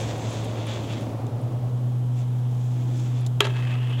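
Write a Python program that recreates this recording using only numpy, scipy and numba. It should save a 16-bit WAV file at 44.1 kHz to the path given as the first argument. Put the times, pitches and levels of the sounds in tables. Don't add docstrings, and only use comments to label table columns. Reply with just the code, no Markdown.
import sys
import numpy as np
from scipy import signal
from scipy.fft import rfft, irfft
from scipy.io import wavfile
from numba import njit

SR = 44100
rng = np.random.default_rng(int(sys.argv[2]) if len(sys.argv) > 2 else 0)


def file_out(sig):
    cols = np.atleast_2d(sig).T
    lim = np.clip(cols, -1, 1)
    pcm = np.round(lim * 32767).astype(np.int16)
    wavfile.write(sys.argv[1], SR, pcm)


N = 176400

DISSOLVE_START_S, DISSOLVE_LENGTH_S = 1.05, 1
# frequency in Hz, relative level in dB.
ICE_SPECTRUM = [(2000, -27), (6000, -3), (9500, 17), (12500, 2), (15500, -12)]


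def undb(db):
    return 10 ** (np.asarray(db) / 20)


def unit(x):
    return x / np.sqrt(np.mean(x ** 2))


def clock():
    return np.arange(N) / SR


def fader(rows, column=1):
    rows = np.array(rows)
    return undb(np.interp(clock(), rows[:, 0], rows[:, column], left=-np.inf, right=-np.inf))


def colour(x, spectrum):
    hz, db = np.array(spectrum).T
    bin_hz = np.maximum(np.arange(N // 2 + 1) * SR / N, 1)
    gain = undb(np.interp(np.log(bin_hz), np.log(hz), db))
    return unit(irfft(rfft(x) * gain, N))


def noise(spectrum):
    return colour(rng.standard_normal(N), spectrum)


def wander(rate_hz):
    bin_hz = np.arange(N // 2 + 1) * SR / N
    return unit(irfft(rfft(rng.standard_normal(N)) * np.exp(-(bin_hz / rate_hz) ** 2), N))


def grains(per_s, spread_db):
    clicks = (rng.random(N) < per_s / SR) * rng.standard_normal(N)
    return unit(clicks * undb(spread_db * np.minimum(rng.exponential(size=N), 5)))


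def burst(peak_s, decay_s, rise_s=1e-5):
    age = clock() - peak_s
    return np.exp(-np.minimum(np.abs(age) / np.where(age < 0, rise_s, decay_s), 60))


def ring(drive, modes):
    t = clock()[:SR]
    response = sum((-1) ** k * undb(db) * np.sin(2 * np.pi * hz * t) * np.exp(-np.log(1000) * t / t60)
                   for k, (hz, db, t60) in enumerate(modes))
    return signal.fftconvolve(drive, response)[:N]


def gliding_band(rows, half_width_hz):
    times, hz, _ = np.array(rows).T
    phase = 2 * np.pi * np.cumsum(np.interp(clock(), times, hz)) / SR
    band = wander(half_width_hz) * np.cos(phase) + wander(half_width_hz) * np.sin(phase)
    return band * fader(rows, column=2)


def hum(hz, level_db):
    # harmonic number, relative level in dB.
    partials = [(1, 2), (2, -19), (3, -33), (4, -40)]
    phase = 2 * np.pi * hz * (clock() - DISSOLVE_START_S) + .03 * wander(5.2)
    tone = unit(sum(undb(db) * np.cos(round(k) * phase) for k, db in partials))
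    return tone * undb(level_db + .35 * wander(11))


def wind_and_hum():
    # frequency in Hz, relative level in dB.
    first_air = [(20, -9), (50, -11), (120, 6.5), (180, 0.5), (280, 1.5), (380, -3), (570, -1), (800, -7),
                 (1080, -12.5), (1600, -24.5), (2400, -27), (3100, -28.5), (4500, -32.5), (15000, -43.5)]
    second_air = [(180, -38), (300, -3), (372, -7), (461, -4), (543, -8.5), (674, -6), (849, -10),
                  (1050, -14), (1260, -18), (1970, -27.5), (2740, -28), (3130, -22.5), (4570, -35),
                  (7140, -32.5), (15500, -45.5)]
    rumble = [(20, -2.5), (55, 1), (100, 5), (180, 7), (300, 0.5), (450, -35)]
    first = hum(hz=113, level_db=-30)
    first += noise(first_air) * undb(-31.5 - 1.83 * clock() + .4 * wander(16))
    second = hum(hz=122.95, level_db=-23.5) + noise(second_air) * undb(-45)
    second += noise(rumble) * undb(-42.5 + 1.1 * wander(21))
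    share = np.clip((clock() - DISSOLVE_START_S) / DISSOLVE_LENGTH_S, 0, 1)
    return first * np.cos(share * np.pi / 2) + second * np.sin(share * np.pi / 2)


def house_echo(source):
    # frequency in Hz, relative level in dB.
    spectrum = [(200, -10), (3500, 2), (8000, 3), (15000, -30)]
    echo_db, t60_s = -30, .35
    tail = noise(spectrum) * burst(.022, t60_s / np.log(1000))
    tail /= np.sqrt(np.sum(tail ** 2))
    return undb(echo_db) * signal.fftconvolve(source, tail)[:N]


def deck_drum():
    # centre in seconds, half length in seconds, level in dB.
    bumps = [(0.04, 0.13, -43), (0.836, .1, -39), (1.053, 0.11, -38.5), (2.942, 0.18, -40)]
    # frequency in Hz, relative level in dB.
    spectrum = [(120, -28), (200, -6.5), (290, -3), (360, -7), (520, -50)]
    swells = sum(undb(db) * np.exp(-((clock() - s) / half) ** 2) for s, half, db in bumps)
    return noise(spectrum) * swells


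def crust():
    # start in seconds, level in dB, decay in seconds.
    crunches = [(.447, -50, .008), (.695, -55, .007), (.737, -46, .009), (.925, -43.5, 0.0055),
                (1.267, -45, 0.0033), (1.701, -60, .004), (2.997, -44, 0.0069), (3.2637, -33, 0.005)]
    # frequency in Hz, relative level in dB.
    spectrum = [(500, 1.5), (2500, -11), (3700, 1), (5200, -9), (7300, 2), (8400, -8.5), (15500, -20)]
    # start in seconds, level in dB.
    splinters = [(.008, -46), (.305, -54), (.33, -50.5), (.444, -46.5), (0.666, -48), (1.01, -53),
                 (1.414, -55), (3.21, -53), (3.895, -54)]
    cracks = noise(spectrum) * sum(undb(db) * burst(s, decay) for s, db, decay in crunches)
    ticks = noise(ICE_SPECTRUM) * sum(undb(db) * burst(s, decay_s=.0067) for s, db in splinters)
    return cracks + ticks


def runner_on_snow():
    # frequency in Hz, relative level in dB.
    crush_spectrum = [(200, -18), (600, -2.5), (1300, -0.5), (2000, 0), (2650, 2.5), (3000, 0), (3450, 5),
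                      (4000, -4.5), (4700, -6.5), (5600, -11), (7200, -14), (8500, -32), (11000, -33),
                      (15500, -50)]
    spray_spectrum = [(3000, 1), (5000, 2.5), (6300, 9.5), (7600, 7.5), (8600, -5), (10000, -12),
                      (11500, -23), (15500, -31)]
    # time in seconds, crush in dB, spray in dB.
    leaving = [(0, -40, -45), (.15, -46, -50.5), (.37, -45, -45.5), (.5, -49.5, -56), (.62, -45, -56.5),
               (.73, -41, -51.5), (.86, -48.5, -52.5), (.94, -41.5, -54), (1.02, -51.5, -56),
               (1.11, -58.5, -63), (1.4, -97, -86)]
    arriving = [(2.12, -69, -70), (2.19, -53.5, -55), (2.29, -64, -76), (2.62, -62, -59.5), (2.9, -55, -61),
                (3.0, -53, -51), (3.13, -52.5, -60), (3.21, -53, -56), (3.26, -52, -79), (3.3, -93, -85)]
    # time in seconds, centre in Hz, level in dB.
    squeak_path = [(0, 3400, -66), (.4, 3460, -47.5), (.6, 3390, -63), (.72, 3385, -47), (.82, 3640, -55),
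                   (.9, 2950, -52), (.96, 3430, -55), (1.04, 3400, -62)]
    crush = colour(grains(per_s=4000, spread_db=-2), crush_spectrum) * (fader(leaving) + fader(arriving))
    ice = undb(-20.5) * colour(grains(per_s=400, spread_db=8), ICE_SPECTRUM)
    spray = (noise(spray_spectrum) + ice) * (fader(leaving, column=2) + fader(arriving, column=2))
    squeak = gliding_band(squeak_path, half_width_hz=750)
    return (crush + spray + squeak) * undb(wander(20))


def steel_rail(drive):
    # frequency in Hz, relative level in dB, T60 in seconds.
    modes = [(371, -4, .38), (395, -6, .3), (556, -8, .35), (603, -6, .27), (660, -8, .22), (891, -9, .25),
             (1319, -7.5, .2), (1602, 0, .27), (1675, 4, .18), (1950, -9, .16), (2140, -10, .18),
             (2582, -4, .2), (2661, -11, .25), (3106, -10, .12), (3970, -8, .09)]
    return ring(drive, modes)


def slide():
    # time in seconds, level in dB.
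    levels = [(3.42, -23), (3.445, -34), (3.47, -42.5), (3.53, -47), (3.578, -37), (3.61, -41),
              (3.66, -43.5), (3.715, -41), (3.77, -46), (3.8, -46.5), (3.87, -45), (3.94, -43.5),
              (3.965, -53), (4.0, -39)]
    # frequency in Hz, relative level in dB.
    scrape_spectrum = [(200, -18), (500, 3), (900, 3.5), (1250, 5), (1480, 1), (1830, 6), (2200, 0),
                       (2600, 3), (3350, 2), (3900, -7.5), (4600, -10.5), (5300, -15), (7500, -16.5),
                       (15500, -39)]
    edge_spectrum = [(300, -6), (1200, -2), (1650, -10), (2200, -3), (2600, 7), (3100, 2), (4000, -8)]
    # time in seconds, centre in Hz, level in dB.
    sing_path = [(3.6, 2520, -58), (3.7, 2564, -45), (3.76, 2626, -51), (3.82, 2850, -47),
                 (3.89, 2880, -50), (3.934, 2930, -41), (3.965, 3044, -46), (4.0, 3300, -45)]
    catches = grains(per_s=3000, spread_db=.5)
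    pressure = fader(levels) * undb(1.3 * wander(55))
    scrape = colour(catches, scrape_spectrum) * pressure
    rail = undb(-44.5) * steel_rail(colour(catches, edge_spectrum) * pressure)
    return scrape + rail + gliding_band(sing_path, half_width_hz=430)


def landing():
    # start in seconds, push in dB, contact length in seconds,
    # rattle level in dB, rattle rise and decay in seconds.
    blows = [(3.4044, -22, .00005, -23, .00014, .0023), (3.406, -2, .00002, -6, .0004, .003),
             (3.4085, -12, .0005, -16, .0005, .003), (3.4134, -10, .0009, -24, .0005, .003),
             (3.4448, -29, .0002, -31, .002, .004), (3.454, -28, .0003, -23, .007, .005),
             (3.4692, -23, .0005, -30, .0005, .0028)]
    # frequency in Hz, relative level in dB, T60 in seconds.
    knock_partials = [(415, -10, .1), (790, -15, .035), (900, -5.5, .04), (1180, -8, .035),
                      (1320, -4, .032), (1700, -10, .04), (2000, -10, .03), (2640, -5.5, .02),
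                      (2960, -8, .018), (3245, 3.5, .016), (3930, -13, .035), (6010, -9, .007),
                      (7000, -9, .008), (9500, -9, .006), (13200, -14, .006)]
    # frequency in Hz, relative level in dB.
    rattle_spectrum = [(150, 3), (400, 8), (620, 6), (850, 2), (1300, 4), (2000, 3), (3200, 5), (4200, -3),
                       (5000, -6), (7000, -8), (8200, -17), (10000, -18), (15500, -37)]
    clang_spectrum = [(200, -21), (420, -5), (700, -9), (1250, -17), (2100, -14), (2700, 21), (3300, 5),
                      (4050, 17), (4600, -17), (7000, -24), (10000, -17), (15500, -34)]
    push, rattle_gain = np.zeros(N), np.zeros(N)
    for start, push_db, contact_s, rattle_db, rise_s, decay_s in blows:
        pulse = np.hanning(int(contact_s * SR) + 3)
        push[int(start * SR) + np.arange(len(pulse))] += undb(push_db) * pulse / pulse.sum()
        rattle_gain += undb(rattle_db) * burst(start, decay_s, rise_s)
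    rattle = noise(rattle_spectrum) * rattle_gain
    clang = signal.fftconvolve(push, noise(clang_spectrum) * burst(0, decay_s=.023))[:N]
    knock = undb(1.5) * ring(push, knock_partials)
    return knock + undb(-22) * steel_rail(push) + undb(-20.5) * clang + rattle


def scene():
    on_rail = landing() + slide()
    echo = house_echo(on_rail)
    on_snow = runner_on_snow() + deck_drum() + crust()
    return (on_rail + echo + on_snow + wind_and_hum())[None]


def record(dry):
    lookahead_s, attack_s, release_s = .0006, .00089, .045
    limit_db, ceiling, top_hz = -8, .68, 15800
    ahead = np.roll(np.abs(dry[0]), -int(lookahead_s * SR))
    peak = follow_peaks(ahead, 1 - np.exp(-1 / (attack_s * SR)), 1 - np.exp(-1 / (release_s * SR)))
    limited = dry / np.maximum(peak / undb(limit_db), 1)
    rounded = ceiling * np.tanh(limited / ceiling)
    return signal.sosfilt(signal.ellip(8, .2, 70, top_hz, fs=SR, output="sos"), rounded)


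@njit
def follow_peaks(x, attack, release):
    out, level = np.empty(len(x)), 0.
    for i in range(len(x)):
        level += (x[i] - level) * (attack if x[i] > level else release)
        out[i] = level
    return out


dry = scene()
out = record(dry)
file_out(out)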